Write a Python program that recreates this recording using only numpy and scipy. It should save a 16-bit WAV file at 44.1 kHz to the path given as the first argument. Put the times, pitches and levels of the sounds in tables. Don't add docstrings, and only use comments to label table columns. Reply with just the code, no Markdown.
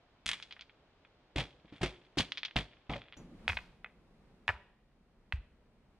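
import sys
import numpy as np
from scipy import signal
from scipy.fft import rfft, irfft, next_fast_len
from scipy.io import wavfile
from scipy.ndimage import uniform_filter1d

SR = 44100
rng = np.random.default_rng(int(sys.argv[2]) if len(sys.argv) > 2 else 0)


def output_pcm(signal):
    pcm = np.clip(np.atleast_2d(signal).T, -1, 1) * 32767
    wavfile.write(sys.argv[1], SR, np.round(pcm).astype(np.int16))


N = 264159
TIME = np.arange(N) / SR
SECOND_SCENE_S = 3.168

# (frequency [Hz], relative density [dB per Hz])
AIR_FIRST_SPECTRUM = [(15, -32), (25, 1), (237, -6), (257, -4.5), (301, -6), (415, -6), (673, -7),
                      (1210, -13.5), (3260, -20), (15000, -58.5)]
# (frequency [Hz], relative density [dB per Hz])
AIR_SECOND_SPECTRUM = [(15, -50.5), (25, -1.5), (49, -4.5), (88, -13.5), (219, -8), (286, -17),
                       (427, -17.5), (1280, -28.5), (2430, -33.5), (6900, -51), (9270, -52), (15000, -59)]
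AIR_FIRST_DB = -67
# (time [s], level [dB])
AIR_SECOND_LEVEL = [(3.17, -49.5), (3.28, -58.5), (3.45, -53.5), (3.55, -55), (3.8, -63), (4.35, -61.5),
                    (4.75, -67.5), (5.2, -65.5), (5.6, -65.5), (5.95, -64.5)]
GUST_PEAK_DB, GUST_ATTACK_S, GUST_HOLD_S, GUST_T60_S = -54.5, 0.0065, 0.17, 0.48
# (time [s], level [dB], pitch [Hz], 60 dB decay [s])
BIRD_CHIRPS = [(3.172, -62, 6870, 0.12), (3.17, -61, 5980, 0.14)]
# (frequency [Hz], relative level [dB])
FOREST_COLOUR = [(100, 3), (500, 9.5), (1500, -0.5), (2200, -0.5), (3300, 0.5), (5000, 3), (10000, 2)]

# (time [s], hollow knock [dB], gritty crunch [dB], 60 dB decay [s], second press re first [dB],
#  edge chips [dB], deep clunk [dB], soil thud [dB], hollow note [dB], hollow note pitch [Hz])
PRESSES = [(0.259, -55.5, -49, 0.49, -5, 5.5, -70, -45.5, -45, 201),
           (1.358, -33.5, -40.5, 0.2, 1, -5, -40.5, -30.5, -28.5, 268),
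           (1.647, -46, -75.5, 0.038, -13, -35, -70, -64.5, -55.5, 297),
           (1.722, -46.5, -59, 0.15, -17, -35, -58.5, -65.5, -44, 280),
           (1.81, -29.5, -41, 0.12, -7, -20, -40.5, -54.5, -53, 300),
           (1.830, -38, -40, 0.23, -28, -3, -41.5, -32.5, -24, 347),
           (2.171, -27, -32.5, 0.12, -1, -4.5, -39.5, -40, -29, 282),
           (2.558, -26.5, -35.5, 0.17, -19, -22, -38, -31, -27, 216),
           (2.894, -34, -48, 0.23, -8.5, -35, -40.5, -36.5, -31, 274),
           (2.954, -49, -50.5, 0.11, -58, -26, -48, -55.5, -34.5, 542)]
ROLL_S = 0.023
# (frequency [Hz], relative density [dB per Hz])
KNOCK_SPECTRUM = [(50, -20), (110, 11.5), (170, 5), (280, 1.5), (400, -10.5), (550, -8.5), (800, -8.5),
                  (1300, -12.5), (2500, -56)]
# (frequency [Hz], relative density [dB per Hz])
GRIT_SPECTRUM = [(300, -27), (800, -21.5), (1500, -0.5), (2400, 0.5), (3400, -2.5), (4500, -5.5),
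                 (6500, -13), (9500, -24), (11500, -29.5), (15000, -44.5)]
GRIT_TREBLE_HZ, GRIT_BRIGHTENS, USUAL_CRUNCH_DB = 5500, 0.64, -34
CLUNK_HZ, CLUNK_WIDTH_HZ = 614, 420
SOIL_HZ, SOIL_T60_S = 51, 0.29
NOTE_T60_S = 0.086

# (time [s], relative level [dB], contact pitch [Hz], chatter energy re first contact [dB])
COBBLE_KNOCKS = [(0.2606, -20.5, 2760, -21.5), (0.265, -13.5, 2490, -19.5), (0.2772, -22, 3130, 5),
                 (.2907, -11, 2440, -2), (0.2964, -24.5, 2230, 1), (0.3155, -12.5, 2660, -6),
                 (0.3324, -22, 2320, 8), (0.4007, -28.5, 1890, -25), (.4257, -24.5, 3460, 3),
                 (0.5097, -31.5, 2760, 7), (0.525, -23.5, 3100, -3.5), (0.5662, -34, 1870, 0),
                 (0.5939, -30.5, 2520, -2), (0.6105, -24.5, 3460, -2.5), (0.621, -33, 2720, 1),
                 (0.6961, -38, 2250, 0), (1.05, -39, 2000, -1), (1.362, -16, 2430, -6),
                 (1.382, -16, 2390, 1), (1.406, -15, 2520, -2.5), (1.7362, -39, 2140, -3),
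                 (1.816, -28, 1990, 5), (1.8303, -26.5, 1840, 15.5), (1.8598, -21.5, 2120, 2),
                 (2.1849, -14, 3380, 10), (2.2054, -12, 2750, 0), (2.251, -32.5, 2750, 2.5),
                 (2.321, -11, 2950, -10.5), (2.3736, -19.5, 3120, 2.5), (2.3806, -18, 3200, -0.5),
                 (2.4327, -13, 2700, -5), (2.45, -20.5, 3270, 9.5), (2.4823, -30.5, 2460, 1.5),
                 (2.511, -28, 2400, -12), (2.5655, -5, 2830, -60), (2.568, -25.5, 2220, 15),
                 (2.588, -16.5, 2680, 0), (2.607, -29.5, 2194, 5.5), (2.7264, -43.5, 2260, -9),
                 (2.897, -25, 2200, 4.5), (2.9348, -29.5, 2210, 13.5), (2.9586, -31.5, 1747, 7),
                 (3.0187, -30.5, 2330, -11), (3.085, -36, 2260, -9), (3.1251, -28, 2530, -12.5),
                 (3.1331, -33, 2130, -4), (3.1401, -39, 2660, 4.5)]
# (frequency [Hz], width [Hz], relative level [dB])
COBBLE_GAPS = [(2110, 27, -5), (2390, 250, -9), (3350, 340, 1.5), (4100, 160, -18), (9450, 200, 1)]
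CHIP_FADE_DB_PER_S, CHIP_LEAST_DB = 129.5, -40
SETTLE_TICKS, SETTLE_FROM_S, SETTLE_TO_S = 14, 0.03, 0.33
SETTLE_DB, SETTLE_FADE_DB_PER_S, SETTLE_HZ, SETTLE_CHATTER_DB = -37.5, 46, 2450, 0.5
SETTLE_FOLLOWS = 0.22
COBBLE_PILE_DB, PILE_T60_S = -14, 0.26
CONTACT_LEAD_S = 64 / SR

# (time [s], relative level [dB], contact pitch [Hz], chatter energy re first contact [dB])
ROCK_KNOCKS = [(3.48, -7.5, 2160, -11), (3.492, -18.5, 1920, -1.5), (3.4974, -15, 1850, 0.5),
               (3.52, -32, 1820, 9), (3.5315, -24.5, 1650, -3), (3.5708, -18, 2160, -2),
               (3.574, -17, 2160, -8), (3.5877, -29.5, 1710, 1), (3.8456, -23.5, 1815, -8),
               (3.861, -35, 1570, -2.5), (4.4808, -8.5, 2000, -13.5), (4.4907, -10.5, 1620, -2),
               (4.496, -15.5, 1530, -6), (4.501, -20.5, 1260, 2.5), (4.5528, -43, 940, 1),
               (4.5649, -42.5, 1430, -8), (5.3243, -14.5, 1990, -8)]
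# (time [s], soil thud [dB], settled thud pitch [Hz], thud 60 dB decay [s],
#  scuff [dB], scuff 60 dB decay [s])
LANDINGS = [(3.480, -28, 77.9, 0.19, -51, 0.4), (4.478, -28, 81.6, 0.1135, -51.5, 0.16),
            (5.324, -18.5, 64.1, 0.083, -64, 0.16)]
HANDLING_LEAD_S = 0.1
SINK_S = 0.01197
REBOUND_S, REBOUND_DB, REBOUND_PITCH = 0.04, -7, 0.75
# (frequency [Hz], width [Hz], relative level [dB])
FIRST_ROCK = [(790, 100, -20.5), (2090, 160, 0), (2524, 46, 3), (3350, 130, -12), (3750, 110, -21.5)]
# (frequency [Hz], width [Hz], relative level [dB])
SECOND_ROCK = [(805, 79, -30.5), (1375, 40, -3.5), (1510, 23, -10), (1732, 54, -0.5), (2120, 31, -22),
               (2483, 71.2, 0.5)]
# (frequency [Hz], width [Hz], relative level [dB])
THIRD_ROCK = [(934, 36, -14), (1934, 180, -1), (2636, 99, 2), (3415, 110, -29)]

# (frequency [Hz], level [dB])
PORT_DIFFERENCE = [(100, -28.5), (300, -23), (700, -20), (1400, -15.5), (2500, -12.5), (4200, -4.5),
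                   (9000, -10), (14000, -7)]
# (frequency [Hz], level [dB])
MICROPHONE_COLOUR = [(9500, -1.5), (11500, -3.5), (15000, -9)]
CUTOFF_HZ = 15700


def from_db(db):
    return 10 ** (np.asarray(db) / 20)


def rms_one(x):
    return x / np.sqrt(np.mean(x ** 2) + 1e-20)


def add(track, s, sound):
    start = int(round(s * SR))
    track[..., start:start + sound.shape[-1]] += sound[..., :N - start]


def colour(x, points, turn=1):
    size = next_fast_len(x.shape[-1] + 4096)
    hz = np.maximum(np.fft.rfftfreq(size, 1 / SR), 1)
    at_hz, at_db = np.transpose(points)
    gain = from_db(np.interp(np.log(hz), np.log(at_hz), at_db))
    return irfft(rfft(x, size) * turn * gain, size)[..., :x.shape[-1]]


def band_pass(x, low_hz, high_hz, order=2):
    return signal.sosfilt(signal.butter(order, [low_hz, high_hz], "band", fs=SR, output="sos"), x)


def dying(t, t60):
    return np.exp(-np.log(1000) * t / t60)


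def fall(t, attack_s, t60):
    return (1 - np.exp(-t / attack_s)) * dying(t, t60)


def grains(count, per_s, spread_db):
    shape = (2, count)
    sizes = from_db(spread_db * np.minimum(rng.exponential(1, shape), 3.5))
    signs = rng.choice([-1, 1], shape)
    present = rng.random(shape) < per_s / SR
    return sizes * signs * present


def resonate(x, modes):
    out = x.copy()
    for hz, width_hz, db in modes:
        r = np.exp(-np.pi * width_hz / SR)
        poles = [1, -2 * r * np.cos(2 * np.pi * hz / SR), r * r]
        ringing = signal.lfilter([1, 0, -1], poles, x + 1e-18)
        out += from_db(db) * (1 - r * r) / 2 * ringing
    return out


def air():
    first_noise = colour(rng.standard_normal((2, N)), AIR_FIRST_SPECTRUM)
    first_air = from_db(AIR_FIRST_DB) * rms_one(first_noise)
    second_noise = colour(rng.standard_normal((2, N)), AIR_SECOND_SPECTRUM)
    level = from_db(np.interp(TIME, *np.transpose(AIR_SECOND_LEVEL)))
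    second_air = level * rms_one(second_noise)
    mid, across = np.where(TIME >= SECOND_SCENE_S, second_air, first_air)
    return mid + from_db(8.5) * colour(across, PORT_DIFFERENCE) * [[1], [-1]]


def gust(low_hz=165, high_hz=320):
    t = TIME - SECOND_SCENE_S
    swell = np.clip(t / GUST_ATTACK_S, 0, 1) * dying(np.maximum(t - GUST_HOLD_S, 0), GUST_T60_S)
    rush = rms_one(band_pass(rng.standard_normal(N), low_hz, high_hz))
    return from_db(GUST_PEAK_DB) * swell * rush


def forest(x, wet_db=-21.5, t60=0.62, build_s=0.0072, width_db=6):
    t = TIME[:SR]
    echoes = rng.standard_normal((2, len(t))) * fall(t, build_s, t60)
    echoes /= np.linalg.norm(echoes, axis=1, keepdims=True)
    scattered = signal.fftconvolve(colour(x, FOREST_COLOUR)[None], echoes, axes=1)[:, :N]
    mid, across = from_db(wet_db) * scattered
    wide_ports = [(hz, min(db + width_db, 0)) for hz, db in PORT_DIFFERENCE]
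    return mid + colour(across, wide_ports) * [[1], [-1]]


def chirps(half_width_hz=120):
    out, t = np.zeros(N), TIME[:SR // 4]
    for s, db, hz, t60 in BIRD_CHIRPS:
        band = band_pass(rng.standard_normal(len(t)), hz - half_width_hz, hz + half_width_hz)
        add(out, s, from_db(db) * rms_one(band) * dying(t, t60))
    return out


def thud(db, hz, t60, rise_s, sag, sag_s=0.017):
    t = TIME[:SR // 2]
    phase = 2 * np.pi * np.cumsum(hz * (1 + sag * np.exp(-t / sag_s))) / SR
    return from_db(db) * np.sin(phase) * fall(t, rise_s, t60)


def press_thuds():
    out = np.zeros(N)
    for s, *_, soil_db, note_db, note_hz in PRESSES:
        add(out, s, thud(soil_db, SOIL_HZ, SOIL_T60_S, rise_s=0.0017, sag=0.18))
        add(out, s + 0.002, thud(note_db, note_hz, NOTE_T60_S, rise_s=0.00039, sag=0.092))
    return out


def rock_thuds():
    out = np.zeros(N)
    for s, db, hz, t60, *_ in LANDINGS:
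        sink = thud(db, hz, t60, rise_s=0.0049, sag=0.15)
        rebound = thud(db + REBOUND_DB, hz * REBOUND_PITCH, t60, rise_s=0.0097, sag=0.086)
        add(out, s + SINK_S, sink)
        add(out, s + SINK_S + REBOUND_S, rebound)
    return out


def scuffs(low_hz=3900, high_hz=5300, per_s=6000):
    out, t = np.zeros((2, N)), TIME[:SR // 3]
    for s, *_, db, t60 in LANDINGS:
        rasp = band_pass(grains(len(t), per_s, spread_db=5.3), low_hz, high_hz, order=1)
        add(out, s, from_db(db) * rms_one(rasp) * dying(t, t60))
    return out


def presses(rise_s=0.001, grit_rise_s=0.0045, grit_per_s=1000,
            knock_level_db=-2, grit_level_db=1.0, knock_across_db=-5):
    (knock, clunk, crunch, treble), t = np.zeros((4, N)), TIME[:SR // 2]
    for s, knock_db, crunch_db, t60, second_db, _, clunk_db, *_ in PRESSES:
        brightness = from_db(GRIT_BRIGHTENS * (crunch_db - USUAL_CRUNCH_DB))
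        for at, db in ((s, 0), (s + ROLL_S, second_db)):
            slow_fall = fall(t, grit_rise_s, t60)
            load = from_db(crunch_db + grit_level_db + db) * slow_fall
            add(knock, at, from_db(knock_db + knock_level_db + db) * fall(t, rise_s, t60))
            add(clunk, at, from_db(clunk_db + db) * slow_fall)
            add(crunch, at, load)
            add(treble, at, load * brightness)

    def steady(x):
        return x / np.sqrt(uniform_filter1d(x ** 2, size=900) + 1e-12)

    body = steady(colour(rng.standard_normal((2, N)), KNOCK_SPECTRUM))
    low_hz, high_hz = CLUNK_HZ - CLUNK_WIDTH_HZ / 2, CLUNK_HZ + CLUNK_WIDTH_HZ / 2
    deep = steady(band_pass(rng.standard_normal((2, N)), low_hz, high_hz))
    grit = steady(colour(grains(N, grit_per_s, spread_db=3.5), GRIT_SPECTRUM))
    dull = signal.sosfiltfilt(signal.butter(2, GRIT_TREBLE_HZ, fs=SR, output="sos"), grit)
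    bed = (knock * body + clunk * deep) * from_db([[0], [knock_across_db]])
    return bed + resonate(crunch * dull + treble * (grit - dull), COBBLE_GAPS)


def contact(hz, cycles):
    u = hz * np.arange(-64, 65) / SR
    wavelet = np.sin(2 * np.pi * 0.62 * u) * np.exp(-(u / cycles) ** 2)
    return np.gradient(wavelet) * SR / (2 * np.pi * hz)


def clack(db, hz, chatter_db, chip_db, pile_db, cycles, mass_db, chatter_t60,
          chatter_per_s=4000, pile_per_s=1200, chip_hz=7400, mass_hz=580, ground_db=-11, ground_s=0.00115):
    t = TIME[:SR // 4]
    chip = from_db(chip_db) * contact(chip_hz, cycles=0.52)
    thock = from_db(mass_db) * contact(mass_hz, cycles=0.3)
    pulse = contact(hz, cycles) + chip + thock
    chatter = grains(len(t), chatter_per_s, spread_db=2.5) * dying(t, chatter_t60) * (t > 0.0004)
    pile = grains(len(t), pile_per_s, spread_db=3.1) * dying(t, PILE_T60_S) * (t > 0.002)
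    sound = np.zeros((2, len(t) + len(pulse) - 1))
    sound[0, :len(pulse)] = pulse
    add(sound[0], ground_s * (1 + rng.uniform(-0.16, 0.39)), from_db(ground_db) * pulse)
    for train, share_db in ((chatter, chatter_db), (pile, pile_db)):
        after = signal.fftconvolve(train, pulse[None], axes=1)
        after /= np.linalg.norm(after, axis=1, keepdims=True) + 1e-12
        sound += from_db(share_db) * np.linalg.norm(pulse) * after
    return from_db(db) * sound


def settling():
    rows = []
    for s, _, crunch_db, *_ in PRESSES:
        press_db = SETTLE_DB + SETTLE_FOLLOWS * (crunch_db - USUAL_CRUNCH_DB)
        for k, (when, size, pitch) in enumerate(rng.random((SETTLE_TICKS, 3))):
            wait = SETTLE_FROM_S * (SETTLE_TO_S / SETTLE_FROM_S) ** ((k + when) / SETTLE_TICKS)
            db = press_db - SETTLE_FADE_DB_PER_S * wait + 10 * (size - 0.5)
            hz = SETTLE_HZ * 2 ** ((pitch - 0.5) / 2)
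            rows.append((s + wait, db, hz, SETTLE_CHATTER_DB))
    return rows


def cobbles(level_db=-2.5, chip_level_db=-3):
    out = np.zeros((2, N))
    for s, db, hz, chatter_db in list(COBBLE_KNOCKS) + settling():
        chips = [press[5] - CHIP_FADE_DB_PER_S * abs(s - press[0]) for press in PRESSES]
        chip_db = max([CHIP_LEAST_DB] + chips) + chip_level_db
        sound = clack(db + level_db, hz, chatter_db, chip_db, pile_db=COBBLE_PILE_DB,
                      cycles=0.41, mass_db=-42.5, chatter_t60=0.059)
        add(out, s - CONTACT_LEAD_S, sound)
    return resonate(out, COBBLE_GAPS)


def rocks(level_db=1.0, ring_db=1):
    out = np.zeros((3, 2, N))
    taken_up = [s - HANDLING_LEAD_S for s, *_ in LANDINGS]
    for s, db, hz, chatter_db in ROCK_KNOCKS:
        sound = clack(db + level_db, hz, chatter_db, chip_db=-42, pile_db=-16.5,
                      cycles=0.36, mass_db=-23, chatter_t60=0.029)
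        add(out[np.searchsorted(taken_up, s) - 1], s - CONTACT_LEAD_S, sound)
    rock_modes = (FIRST_ROCK, SECOND_ROCK, THIRD_ROCK)
    ring = sum(resonate(rock, modes) - rock for rock, modes in zip(out, rock_modes))
    return out.sum(axis=0), from_db(ring_db) * ring


def ports(ahead, across, delay_db=-2, across_db=0):
    difference = from_db(delay_db) * ahead + from_db(across_db) * across
    side = colour(difference, PORT_DIFFERENCE, turn=-1j)
    return ahead + side * [[1], [-1]]


def scene(sheltered_db=-4, ring_echo_db=-9):
    rock_clacks, ring = rocks()
    stones, across = cobbles() + rock_clacks + presses() + scuffs()
    near = stones + press_thuds() + rock_thuds() + chirps()
    openness = from_db(sheltered_db * (TIME < SECOND_SCENE_S))
    direct = ports(near + ring[0], across + ring[1])
    echoes = forest(near * openness + from_db(ring_echo_db) * ring[0])
    return direct + echoes + air() + gust()


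def record(dry):
    treble_cut = signal.ellip(10, 0.1, 80, CUTOFF_HZ, fs=SR, output="sos")
    return signal.sosfilt(treble_cut, colour(dry, MICROPHONE_COLOUR))


dry = scene()
out = record(dry)
output_pcm(out)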